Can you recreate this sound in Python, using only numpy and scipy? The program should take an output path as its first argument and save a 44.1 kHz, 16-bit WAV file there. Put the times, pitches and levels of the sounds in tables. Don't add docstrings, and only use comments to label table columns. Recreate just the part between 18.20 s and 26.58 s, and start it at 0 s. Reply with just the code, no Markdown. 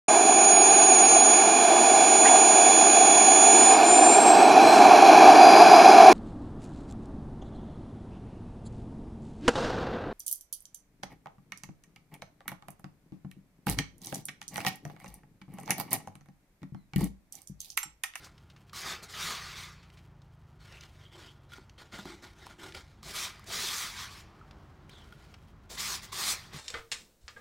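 import sys
import numpy as np
from scipy import signal
from scipy.fft import rfft, irfft, next_fast_len
from scipy.io import wavfile
from scipy.ndimage import uniform_filter1d, map_coordinates

SR = 44100
rng = np.random.default_rng(int(sys.argv[2]) if len(sys.argv) > 2 else 0)


def wav_out(sig):
    wavfile.write(sys.argv[1], SR, np.round(np.clip(np.atleast_2d(sig).T, -1, 1) * 32767).astype(np.int16))


N = 369558


def amp(db):
    return 10 ** (np.asarray(db) / 20)


def unit(x):
    return x / np.sqrt(np.mean(x ** 2) + 1e-20)


def along(points, hz):
    f, values = np.transpose(points)
    return np.interp(np.log(hz + 1), np.log(f + 1), values)


def curves(rows):
    times, *columns = np.transpose(rows)
    return [np.interp(np.arange(N) / SR, times, column) for column in columns]


def during(rows):
    t = np.arange(N) / SR
    return (t >= rows[0][0]) & (t <= rows[-1][0])


def wobble(rate):
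    knots = rng.standard_normal(int(N * rate / SR) + 4)
    return map_coordinates(knots, [np.arange(N) * rate / SR])


def add(track, start, sound):
    part = track[max(round(start * SR), 0):][:len(sound)]
    part += sound[:len(part)]


def filtered(x, response):
    size = next_fast_len(len(x) + SR // 4)
    return irfft(rfft(x, size) * response(np.fft.rfftfreq(size, 1 / SR)), size)[:len(x)]


def coloured(x, spectrum):
    return unit(filtered(x, lambda hz: amp(along(spectrum, hz))))


def resonate(x, modes):
    return filtered(x, lambda f: sum(
        (-1) ** k * amp(db) * 1j * f * width / (hz * hz - f * f + 1j * f * width)
        for k, (hz, width, db) in enumerate(modes)))


def gliding(x, centre_hz, width_hz):
    carrier = np.exp(2j * np.pi * np.cumsum(centre_hz) / SR)
    pole = np.exp(-np.pi * width_hz / SR)
    baseband = signal.lfilter([1], np.poly([pole, pole]), x / carrier)
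    return unit((baseband * carrier).real)


def ring(modes, attack_s=0.00072):
    t = np.arange(SR // 4) / SR
    tone = sum(amp(db) * np.exp(-np.pi * width * t)
               * np.sin(2 * np.pi * hz * t + rng.uniform(0, 2 * np.pi)) for hz, width, db in modes)
    tone *= 1 - np.exp(-t / attack_s)
    return tone / np.abs(tone).max()


def impact(modes, contact_s):
    t = np.arange(SR // 6) / SR
    force = rng.standard_normal(len(t)) * amp(-60 * t / contact_s)
    response = resonate(force, modes)
    return response / np.abs(response).max()


def grains(rate, spread_db):
    impulses = (rng.random(N) < rate / SR) * rng.choice([-1, 1], N)
    return unit(impulses * amp(spread_db * rng.standard_normal(N)))


def patchy(x, depth_db):
    spectra = signal.stft(x, nperseg=512)[2]
    patches = uniform_filter1d(rng.standard_normal(spectra.shape), size=5, axis=0)
    patches = uniform_filter1d(patches, size=7, axis=1)
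    return unit(signal.istft(spectra * amp(depth_db * unit(patches)), nperseg=512)[1][:N])


def clock(step_s=0.001):
    return np.arange(0, N / SR, step_s)


def effort(start, build, hold, release, contact_s=0.012, first_touch_db=-9):
    t = clock() - start
    touch_db = 20 * np.log10(np.clip(t / contact_s, 1e-6, 1))
    lean_db = first_touch_db * np.clip(1 - t / build, 0, 1)
    after = np.maximum(t - build - hold, 0)
    settle_db = -11.5 - 75 * after
    return touch_db + lean_db + np.maximum(-20 * after / release, settle_db)


def overlap(movements):
    level_db, *traits = np.swapaxes(movements, 0, 1)
    power = amp(level_db) ** 2 + 1e-14
    blended = [np.average(trait, axis=0, weights=power) for trait in traits]
    return curves(np.transpose([clock(), 10 * np.log10(power.sum(axis=0)), *blended]))


# f/Hz, level/dB
RUMBLE_SPECTRUM = [(20, -53), (31, -9), (44, 2.5), (60, 0), (97, 2), (125, -6.5), (150, -1), (180, -11),
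                   (205, -5.5), (250, -18.5), (450, -56), (900, -84)]
TYRE_SPECTRUM = [(120, -10.5), (280, -0.5), (360, 0.5), (480, -7), (850, -5), (1330, -8), (2500, -19),
                 (6000, -28.5), (10500, -42.5), (15800, -39)]
# t/s, relative rumble level/dB, relative tyre level/dB
TRAFFIC_LEVELS = [(0, -61.5, -65), (3.2, -62, -65.5), (4.7, -57.5, -65), (5.8, -55.5, -60.5),
                  (6.4, -55.5, -59), (7.3, -55, -62)]

def traffic():
    rumble_db, tyre_db = curves(TRAFFIC_LEVELS)
    rumble = amp(rumble_db + 0.26) * coloured(rng.standard_normal(N), RUMBLE_SPECTRUM)
    tyres = amp(tyre_db - 0.9 + 0.5 * wobble(4.4)) * coloured(rng.standard_normal(N), TYRE_SPECTRUM)
    return rumble + tyres


# t/s, cycle rate/Hz, level/dB
ENGINE_RUN = [(0, 36.2, -59), (1.45, 29.7, -56.5), (2.7, 24.4, -58), (3.6, 21.8, -60), (4.3, 20.5, -72)]
# f/Hz, bandwidth/Hz, level/dB
ROOM_MODES = [(60, 22, -1), (97, 28, 0), (152, 36, -.5)]

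def engine():
    cycle_hz, level_db = curves(ENGINE_RUN)
    phase = 2 * np.pi * np.cumsum(cycle_hz) / SR
    orders = sum(amp(2 * wobble(3)) * np.sin(k * phase + rng.uniform(0, 2 * np.pi)) for k in range(2, 7))
    return during(ENGINE_RUN) * amp(level_db) * unit(resonate(orders, ROOM_MODES))


# f/Hz, T60/s
ROOM_DECAY = [(200, 0.42), (2000, 0.17), (12000, 0.14)]

def room(x):
    hz, t, spectra = signal.stft(rng.standard_normal(SR // 2), SR, nperseg=256)
    decay = amp(-60 * t / along(ROOM_DECAY, hz)[:, None])
    tail = signal.istft(spectra * decay, SR, nperseg=256)[1]
    delayed = np.pad(x, (150, 0))
    return signal.fftconvolve(delayed, tail / np.linalg.norm(tail))[:N]


# f/Hz, bandwidth/Hz, level/dB
GLOVE_MODES = [(1420, 48, 0), (3290, 110, -1.5)]
# t/s, note level/dB, scuff level/dB
GLOVE_POPS = [(3.3192, -48, -48), (3.3342, -45, -39.5), (3.3755, -51, -50), (3.7378, -52, -40),
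              (3.794, -45, -48), (4.548, -45, -38), (6.6944, -62, -44), (6.924, -46, -45)]

def glove_pops():
    track = np.zeros(N)
    hollow_mode, (upper_hz, width, _) = GLOVE_MODES
    for start, note_db, scuff_db in GLOVE_POPS:
        hz = upper_hz * (1 + 0.02 * rng.standard_normal())
        add(track, start, amp(note_db) * ring([hollow_mode]))
        add(track, start, amp(scuff_db) * impact([(hz, width, 0), (2300, 2600, -12)], contact_s=0.03))
    return track


# t/s, f/Hz, relative level/dB
SQUEAK_GLIDE = [(6.702, 3400, -74), (6.708, 3750, -55), (6.72, 4550, -58), (6.735, 3550, -58),
                (6.75, 3500, -56.5), (6.765, 3460, -59), (6.82, 3290, -59), (6.85, 2880, -64)]

def glove_squeak():
    hz, level_db = curves(SQUEAK_GLIDE)
    phase = 2 * np.pi * np.cumsum(hz * (1 + 0.05 * wobble(900))) / SR
    return during(SQUEAK_GLIDE) * amp(level_db - 1.5 + 3.5 * wobble(200)) * np.sin(phase)


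# t/s, hold/s, level/dB
FINE_SPILLS = [(0.136, 0.38, -72.5), (1.58, 0.18, -73), (2.404, 0.26, -71), (6.7, 0.5, -71.5)]

def trickle(stray_db=-78):
    spill_db, = overlap([[db + effort(start, build=0.083, hold=hold, release=0.11)]
                         for start, hold, db in FINE_SPILLS])
    fines = grains(rate=1200, spread_db=3) * amp(3 * wobble(45))
    patter = unit(resonate(fines, [(2560, 2500, 0)])) + amp(-4) * unit(resonate(fines, GLOVE_MODES))
    return np.hypot(amp(spill_db), amp(stray_db)) * unit(patter)


# t/s, relative level/dB, f/Hz, contact time/s
RUB_AND_TICKS = [(0.044, -35.5, 7640, .1), (0.179, -49, 2800, .04), (0.3, -46, 2700, 0.059),
                 (0.363, -46.5, 2010, 0.05), (0.4953, -46.5, 2580, .03), (1.6295, -48.5, 2283, 0.13),
                 (1.701, -48, 2420, 0.032), (1.772, -50.5, 2300, 0.11), (2.018, -52, 3500, 0.038),
                 (2.524, -41.5, 2760, 0.05), (2.609, -37, 4500, 0.018), (2.635, -41.5, 2500, .02),
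                 (3.496, -43.5, 3400, 0.018), (4.523, -37.5, 2240, 0.022), (5.242, -41, 9000, 0.025),
                 (6.31, -45, 2200, 0.03), (7.141, -41, 1980, 0.034)]

def rub_and_ticks():
    track = np.zeros(N)
    for start, db, hz, contact_s in RUB_AND_TICKS:
        add(track, start, amp(db) * impact([(hz, hz, 0)], contact_s))
    return filtered(track, lambda hz: amp(along([(5500, 1), (11000, -12.5)], hz)))


# t/s, build-up/s, hold/s, f/Hz, level/dB
BREAKUPS = [(2.46, 0.07, 0.1, 2800, -62.5), (2.8, 0.17, 0.11, 3230, -59.5)]

def crumbling():
    track = np.zeros(N)
    for start, build, hold, hz, db in BREAKUPS:
        level_db, = overlap([[db + effort(start, build, hold, release=0.1)]])
        cracks = grains(rate=700, spread_db=4) * amp(3 * wobble(50))
        track += amp(level_db) * gliding(cracks, hz * (1 + 0.025 * wobble(25)), width_hz=420)
    return track


# f/Hz, bandwidth/Hz, level/dB
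FORM_MODES = [(140, 24, -2), (200, 16, 0), (300, 46, 0), (372, 50, -1), (872, 100, -6)]
# t/s, click level/dB, boom level/dB, f of the struck spot/Hz
FORM_KNOCKS = [(0.071, -42, -57, 600), (3.383, -45, -46, 347), (3.734, -53, -49, 200),
               (3.789, -38, -40.5, 195), (3.855, -33.5, -36, 293), (3.867, -55, -44, 140),
               (4.267, -36, -59, 800)]

def form_knocks(db_per_octave=20):
    track = np.zeros(N)
    for start, click_db, boom_db, spot_hz in FORM_KNOCKS:
        modes = [(hz, width, db - db_per_octave * abs(np.log2(hz / spot_hz)))
                 for hz, width, db in FORM_MODES]
        add(track, start, amp(click_db) * impact([(880, 290, 0)], contact_s=0.011))
        add(track, start, amp(boom_db) * ring(modes))
    return track


# t/s, slap level/dB, thump level/dB
BOWL_SLAPS = [(0.532, -35.5, -65), (4.83, -36, -58), (4.855, -56, -47.5), (5.195, -41, -66),
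              (7.928, -32.5, -50), (8.344, -56.5, -40), (8.363, -37, -41)]
# t/s, level/dB, f/Hz
LUMP_TAP = (6.213, -46.5, 1320)

def bowl_strikes():
    track = np.zeros(N)
    for start, slap_db, thump_db in BOWL_SLAPS:
        add(track, start, amp(slap_db) * impact([(1156, 100, 10), (6000, 8300, -12.5)], contact_s=0.012))
        add(track, start, amp(thump_db) * ring([(145, 26, 0)]))
    start, db, hz = LUMP_TAP
    add(track, start, amp(db) * ring([(hz, 55, 0)]))
    return track


# f/Hz, level/dB
RUB_SPECTRUM = [(250, -5), (500, -4), (850, -4.5), (1300, -5.5), (2180, -1.5), (2700, -11), (3250, -4),
                (5500, -10), (8860, -18), (10400, -22.5), (15800, -29)]
# t/s, build-up/s, hold/s, relative rub level/dB, relative push level/dB
HAND_PRESSES = [(-0.01, 0.042, 0.011, -53.5, -75), (2.388, 0.033, 0.23, -61, -70),
                (2.716, 0.11, .02, -63, -85), (2.909, 0.04, .12, -57, -61),
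                (3.288, 0.05, 0.017, -55.5, -66), (3.576, 0.004, 0.022, -53, -78),
                (3.713, 0.02, 0.062, -48.5, -56.5), (3.841, 0.035, 0.042, -50.5, -51),
                (4.014, 0.018, 0.02, -51.5, -56), (4.16, 0.065, 0.076, -56.5, -62),
                (4.376, 0.05, 0.05, -50, -50), (4.537, 0.006, 0.008, -45.5, -63),
                (6.678, 0.061, 0.12, -63.5, -73), (6.948, 0.048, 0.097, -67, -80)]

def packing():
    rub_db, = overlap([[db + effort(start, build, hold, release=0.1)]
                       for start, build, hold, db, _ in HAND_PRESSES])
    push_db, = overlap([[db + effort(start, build, hold, release=0.12)]
                        for start, build, hold, _, db in HAND_PRESSES])
    slips = grains(rate=4000, spread_db=1.5) * amp(1.73 * wobble(110))
    glove_tone = amp(-8) * unit(resonate(slips, GLOVE_MODES))
    rub = patchy(coloured(slips, RUB_SPECTRUM) + glove_tone, depth_db=2.5)
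    drag = resonate(grains(rate=900, spread_db=2), [(335, 150, 0), (872, 200, -6)])
    boards = unit(resonate(drag, FORM_MODES))
    return amp(rub_db + 1.37) * rub + amp(push_db - 1.5) * boards


# t/s, f/Hz
WALL_PITCH = [(0.7, 1170), (1.05, 1290), (1.17, 1130), (5.0, 1170), (7.6, 1100)]
# ratio to that resonance, bandwidth/Hz, level/dB
WALL_MODES = [(1, 190, -15), (1.85, 450, -16.5)]

def bowl_wall(slips, wander=0.05, swell_db=3):
    wall_hz, = curves(WALL_PITCH)
    return sum(amp(db + swell_db * wobble(14))
               * gliding(slips, ratio * wall_hz * (1 + wander * wobble(12)), width)
               for ratio, width, db in WALL_MODES)


def stroke(start, build, hold, release, db, heap_db, bright_db):
    effort_db = effort(start, build, hold, release)
    thinning_db = 25.5 * np.clip(clock() - start, 0, build + hold)
    lift_db = 0.72 * np.maximum(effort_db, -30)
    return db + effort_db, heap_db - thinning_db, bright_db + lift_db


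# f/Hz, level/dB
GRIT_SPECTRUM = [(100, -14), (190, -4.5), (270, -15.5), (390, -6), (560, -13), (850, -5), (1150, -1),
                 (2400, -0.5), (2850, -4), (3300, 1.3), (4600, 1), (5900, -1), (9500, -8.5), (10400, -11),
                 (15800, -15.5)]
# t/s, build-up/s, hold/s, release/s, relative level/dB, heap/dB, brightness/dB
HAND_STROKES = [(0.525, 0.036, 0.061, .07, -42, 1.5, 1), (0.609, 0.064, 0.046, 0.1, -37.5, 6.5, -3.5),
                (0.818, 0.012, 0.009, 0.056, -47.5, 13, 7), (0.876, 0.028, 0.032, 0.087, -48.5, 6, 1.5),
                (0.931, 0.093, 0.083, 0.26, -35.5, 3.5, -2.5), (1.212, 0.028, 0.088, 0.24, -45.5, -2, -8.5),
                (1.346, 0.022, 0.06, 0.18, -45, -1.5, -2.5), (4.823, 0.071, 0.024, 0.049, -44, 8, 2.5),
                (4.924, 0.037, 0.089, 0.089, -35.5, 2, 2.5), (5.254, 0.042, 0.023, 0.096, -45.5, 11.5, 6.5),
                (5.292, 0.046, 0.28, 0.25, -35, 3, 2), (5.734, 0.066, 0.038, 0.097, -40.5, -6, -3.5),
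                (5.878, 0.033, 0.091, 0.065, -50.5, -6, -1.5), (7.489, 0.013, 0.058, .06, -47.5, 10.5, 4.5),
                (7.566, 0.034, 0.15, 0.076, -36, 2, 4), (7.809, 0.023, 0.018, 0.043, -46.5, 0, 5.5),
                (7.916, 0.17, 0.039, 0.061, -32, 5, 8), (8.322, 0.11, 0.024, 0.09, -40, 6.5, 1)]

def scooping():
    level_db, heap_db, bright_db = overlap([stroke(*row) for row in HAND_STROKES])
    slips = grains(rate=11000, spread_db=2.5) * amp(0.43 * wobble(90))
    grit = patchy(coloured(slips, GRIT_SPECTRUM), depth_db=2.3)
    heap = filtered(grit, lambda hz: along([(650, 1), (1000, 0)], hz))
    rasp = filtered(grit, lambda hz: along([(2300, 1), (4000, 0.042)], hz)) - heap
    fizz = filtered(grit, lambda hz: along([(4500, 0.049), (8000, 0.87)], hz))
    edge = grit - heap - rasp - fizz
    wall = bowl_wall(grains(rate=2500, spread_db=1.5))
    body = rasp + wall + heap * amp(heap_db + 1.5)
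    treble = edge * amp(0.41 * bright_db) + fizz * amp(bright_db)
    return amp(level_db - 0.77 - 0.23 * bright_db) * (body + treble)


def scene():
    work = scooping() + packing() + crumbling() + rub_and_ticks() + trickle()
    work += glove_pops() + glove_squeak() + form_knocks() + bowl_strikes()
    mono = work + amp(-13) * room(work) + traffic() + engine()
    return np.array([mono, mono])


def record(dry):
    cutoff_hz, transition_hz = 15900, 300
    low_pass = lambda hz: np.clip(0.5 + (cutoff_hz - hz) / transition_hz, 0, 1)
    return np.array([filtered(channel, low_pass) for channel in dry])


dry = scene()
out = record(dry)
wav_out(out)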